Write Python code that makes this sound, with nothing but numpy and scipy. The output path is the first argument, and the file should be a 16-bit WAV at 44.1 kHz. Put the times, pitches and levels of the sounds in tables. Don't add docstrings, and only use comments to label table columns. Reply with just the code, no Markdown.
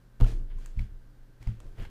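import sys
import numpy as np
from scipy import signal
from scipy.fft import rfft, irfft, next_fast_len
from scipy.io import wavfile

SR = 44100
rng = np.random.default_rng(int(sys.argv[2]) if len(sys.argv) > 2 else 0)


def file_out(sig):
    cols = np.atleast_2d(sig).T
    lim = np.clip(cols, -1, 1)
    pcm = np.round(lim * 32767).astype(np.int16)
    wavfile.write(sys.argv[1], SR, pcm)


N = 83790

# (frequency [Hz], relative level [dB])
FLOOR_SPECTRUM = [(12, -5), (27, -2.5), (42, -9.5), (62, -23.5), (95, -28), (125, -25), (150, -23.5),
                  (200, -26.5), (290, -27.5), (440, -34), (630, -39.5), (1200, -43), (1580, -40.5),
                  (2300, -50), (4800, -52.5), (7000, -57), (15500, -59)]
# (frequency [Hz], level [dB])
HUM_TONES = [(119, -61.5), (544, -82.5), (1561, -82)]

# (frequency [Hz], relative level [dB], t60 [s])
DESK_MODES = [(33, 2, .3), (47, -4, .11), (69, -6, .17), (112, -1, .21), (165, -23, .2), (200, -16, .24),
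              (255, -24, .2), (295, -16, .3), (366, -25, .4), (392, -25, .25), (466, -19, .22),
              (592, -25, .18), (745, -25, .18), (810, -23, .18), (955, -18, .15)]
SWAY_MODE = (26.55, -9.5, 1.58)
# (time [s], level [dB], force rise time [s], deep mode gain [dB],
# middle mode gain [dB], thud level [dB])
DESK_BLOWS = [(0.2022, -24, 0.0012, -11.5, 1, -37.5), (0.2095, -23.5, 0.0013, -20, 8.5, -34),
              (0.2169, -12, 0.0018, 2.5, 3.5, -39), (0.556, -34.5, 0.0018, -1, -12, -65),
              (0.76, -26, .005, -5.5, -4, -65), (0.7726, -15.5, 0.0036, -17.5, 13, -72),
              (0.804, -20.5, 0.0022, -6.5, 5.5, -60), (1.407, -39, 0.0016, -7, -1, -70.5),
              (1.464, -31.5, 0.003, -10.5, -12, -55), (1.472, -18.5, 0.0023, -15, 9, -68),
              (1.4908, -28.5, 0.0017, -11, 12, -72), (1.63, -58, 0.0039, 12, -12, -55.5)]
# (frequency [Hz], relative level [dB])
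THUD_SPECTRUM = [(40, -23), (120, 5.5), (200, 0.5), (330, 2.5), (480, 1.5), (700, -6), (950, -8),
                 (1400, -16.5), (2100, -37), (2900, -23.5), (4200, -34), (7000, -51)]

# (time [s], crack t60 [s], ring frequency [Hz],
# ring level [dB], slap level [dB], clack level [dB], snap level [dB])
CONTACTS = [(0.2033, 0.011, 920, -46, -55, -41, -60), (0.2105, 0.012, 950, -65, -47, -37.5, -47),
            (0.2442, 0.016, 1376, -41.5, -64, -40, -53.5), (.264, 0.0082, 643, -41.5, -62, -41.5, -66),
            (0.585, 0.092, 1020, -55.5, -76, -81, -68), (0.6601, 0.0091, 1620, -52, -55, -47, -43),
            (0.7922, 0.024, 960, -53.5, -45, -53.5, -72), (1.427, 0.021, 874, -55.5, -53, -70, -60),
            (1.4724, 0.02, 920, -47, -47.5, -54.5, -61.5), (1.6026, 0.015, 1380, -64, -59, -52, -55),
            (1.8505, 0.028, 1610, -48, -50.5, -47.5, -69.5)]
# (frequency [Hz], relative level [dB])
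SLAP_SPECTRUM = [(500, -31), (1500, -44), (1900, -1.5), (2250, -0.5), (3100, -17), (4900, -13.5),
                 (7000, -23.5), (14000, -31)]
CLACK_SPECTRUM = [(300, -34), (600, 13.5), (1000, 6), (2000, -4.5), (2800, 2), (4300, -4), (5500, -19.5),
                  (14000, -48)]
SNAP_SPECTRUM = [(1000, -47), (5400, -15), (6400, -1.5), (8000, -3.5), (9500, -9.5), (12000, -16),
                 (15000, -13)]

# (peak time [s], rise [s], fall [s], level [dB], body gain [dB], hiss gain [dB])
CLOTH_STROKES = [(0.233, 0.028, 0.074, -56.5, -15, -6), (0.287, 0.046, 0.074, -55.5, 6.5, -3),
                 (0.317, 0.019, 0.043, -63.5, 9.5, -2), (.41, 0.098, 0.088, -77, 15, -5),
                 (0.517, 0.04, 0.061, -66, 5, -37), (0.646, 0.11, 0.18, -66.5, 3, -3.5),
                 (0.811, 0.054, 0.083, -61.5, -15, -8.5), (1.427, 0.029, 0.21, -64, 1, -7),
                 (1.489, 0.018, 0.078, -65.5, -8, -9), (1.635, 0.052, 0.42, -74, 13, -3.5),
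                 (1.803, .04, 0.045, -57, 7, -15), (1.833, 0.038, 0.08, -57, -1.5, -11)]
# (frequency [Hz], relative level [dB])
BODY_SPECTRUM = [(60, -4.5), (140, -4), (210, -0.5), (370, -0.5), (700, -10.5), (1200, -17.5),
                 (2500, -41.5)]
RUB_SPECTRUM = [(300, 2.5), (900, -2), (1650, 6.5), (2100, 4), (2700, 2.5), (3450, 2), (3950, -7),
                (4800, -9), (7000, -39), (14000, -22)]
HISS_SPECTRUM = [(1500, -36), (4000, 7), (7000, 3), (10000, -1.5), (14500, -9)]

# (peak time [s], rise [s], fall [s], level [dB])
AIR_PUFFS = [(1.65, 0.02, 0.24, -37.5), (1.819, 0.055, 0.082, -29.5)]
# (frequency [Hz], relative level [dB])
PUFF_SPECTRUM = [(8, -5.5), (16, 6), (28, 2.5), (50, -17.5), (75, -16.5), (120, -11.5), (200, -34),
                 (600, -72)]

# (frequency [Hz], t60 [s])
ROOM_T60 = [(80, 0.92), (115, .3), (170, 0.57), (360, 0.93), (500, 0.2), (900, 0.19), (3000, 0.25),
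            (8000, 0.31), (15000, 0.14)]


def amp(db):
    return 10 ** (np.asarray(db) / 20)


def unit(x):
    return x / np.sqrt(np.mean(x ** 2) + 1e-20)


def along(points, hz):
    frequencies, values = np.transpose(points)
    return np.interp(np.log(hz + 1), np.log(frequencies + 1), values)


def since(onset):
    return np.arange(N) / SR - onset


def decay(onset, t60):
    t = since(onset)
    return (t >= 0) * np.exp(-np.log(1000) * np.maximum(t, 0) / t60)


def swell(peak, rise, fall):
    t = since(peak)
    return 10 ** -np.where(t < 0, (t / rise) ** 2, t / fall)


def coloured(x, spectrum):
    size = 2 * next_fast_len(N)
    gain = unit(amp(along(spectrum, np.fft.rfftfreq(size, 1 / SR))))
    cepstrum = irfft(np.log(gain + 1e-7))
    cepstrum[1:size // 2] *= 2
    cepstrum[size // 2 + 1:] = 0
    return irfft(rfft(x, size) * np.exp(rfft(cepstrum)))[:N]


def noise(spectrum):
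    return unit(coloured(rng.standard_normal(N), spectrum))


def background(floor_db=-50.5, drift=0.0055):
    hum = np.zeros(N)
    for hz, db in HUM_TONES:
        wander = drift * np.sqrt(hz / 1000) * np.cumsum(rng.standard_normal(N))
        hum += amp(db) * np.sqrt(2) * np.sin(2 * np.pi * hz * since(0) + wander)
    return hum + amp(floor_db) * noise(FLOOR_SPECTRUM)


def desk(deep_hz=40, middle_hz=(150, 275)):
    out = np.zeros(N)
    t = since(0)[:SR // 20]
    for onset, db, rise, deep_db, middle_db, _ in DESK_BLOWS:
        ring = np.zeros(N)
        for hz, mode_db, t60 in DESK_MODES + [SWAY_MODE]:
            place_db = deep_db * (hz < deep_hz) + middle_db * (middle_hz[0] < hz < middle_hz[1])
            ring += amp(mode_db + place_db) * decay(onset, t60) * np.sin(2 * np.pi * hz * since(onset))
        force = (t * np.exp(-t / rise)) ** 2
        out += amp(db) * signal.fftconvolve(ring, force / force.sum())[:N]
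    return out


def thuds(t60=0.14):
    return sum(amp(db) * decay(onset, t60) * noise(THUD_SPECTRUM) for onset, *_, db in DESK_BLOWS)


def taps(pair_spread=0.107, pair_db=-12, ting_hz=6960, ting_gain_db=-30):
    rings, cracks = np.zeros(N), np.zeros((3, N))
    for onset, crack_t60, hz, ring_db, slap_db, clack_db, snap_db in CONTACTS:
        phase = 2 * np.pi * hz * since(onset)
        pair = np.sin(phase) + amp(pair_db) * np.sin(phase * (1 - pair_spread))
        rings += amp(ring_db) * decay(onset, t60=0.036) * pair
        ting = np.sin(2 * np.pi * ting_hz * since(onset))
        rings += amp(snap_db + ting_gain_db) * decay(onset, t60=0.23) * ting
        cracks += amp([[slap_db], [clack_db], [snap_db]]) * decay(onset, crack_t60)
    bands = zip(cracks, (SLAP_SPECTRUM, CLACK_SPECTRUM, SNAP_SPECTRUM))
    return rings + sum(coloured(crack * rng.standard_normal(N), spectrum) for crack, spectrum in bands)


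def fibres(slips_per_s=2500, slip_share=0.47):
    slips = unit((rng.random(N) < slips_per_s / SR) * rng.standard_normal(N))
    return np.sqrt(slip_share) * slips + np.sqrt(1 - slip_share) * rng.standard_normal(N)


def cloth():
    body, rub, hiss = np.zeros((3, N))
    for peak, rise, fall, db, body_db, hiss_db in CLOTH_STROKES:
        effort = amp(db) * swell(peak, rise, fall)
        body += effort * amp(body_db)
        rub += effort
        hiss += effort * amp(hiss_db)
    bands = (body, BODY_SPECTRUM), (rub, RUB_SPECTRUM), (hiss, HISS_SPECTRUM)
    return sum(coloured(envelope * fibres(), spectrum) for envelope, spectrum in bands)


def puffs():
    envelope = sum(amp(db) * swell(peak, rise, fall) for peak, rise, fall, db in AIR_PUFFS)
    return envelope * noise(PUFF_SPECTRUM)


def room(x, delay_s=0.0064):
    hz, t, spectra = signal.stft(rng.standard_normal(SR // 2), SR, nperseg=256)
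    damping = np.exp(-np.log(1000) * t / along(ROOM_T60, hz)[:, None])
    _, tail = signal.istft(spectra * damping, SR, nperseg=256)
    tail *= np.arange(len(tail)) > delay_s * SR
    return signal.fftconvolve(x, tail / np.linalg.norm(tail))[:N]


def scene():
    wood = desk()
    thud_and_rustle = thuds() + cloth()
    rattle = taps()
    reverberation = room(amp(-22) * wood + amp(-10.5) * thud_and_rustle + amp(-13) * rattle)
    return (wood + thud_and_rustle + rattle + reverberation + puffs() + background())[None]


def record(dry, low_cut_hz=15.2, top_hz=15500):
    size = 2 * next_fast_len(N)
    hz = np.fft.rfftfreq(size, 1 / SR)
    high_pass = 1j * hz / (1j * hz + low_cut_hz)
    return irfft(rfft(dry, size) * high_pass * (hz < top_hz), size)[..., :N]


dry = scene()
out = record(dry)
file_out(out)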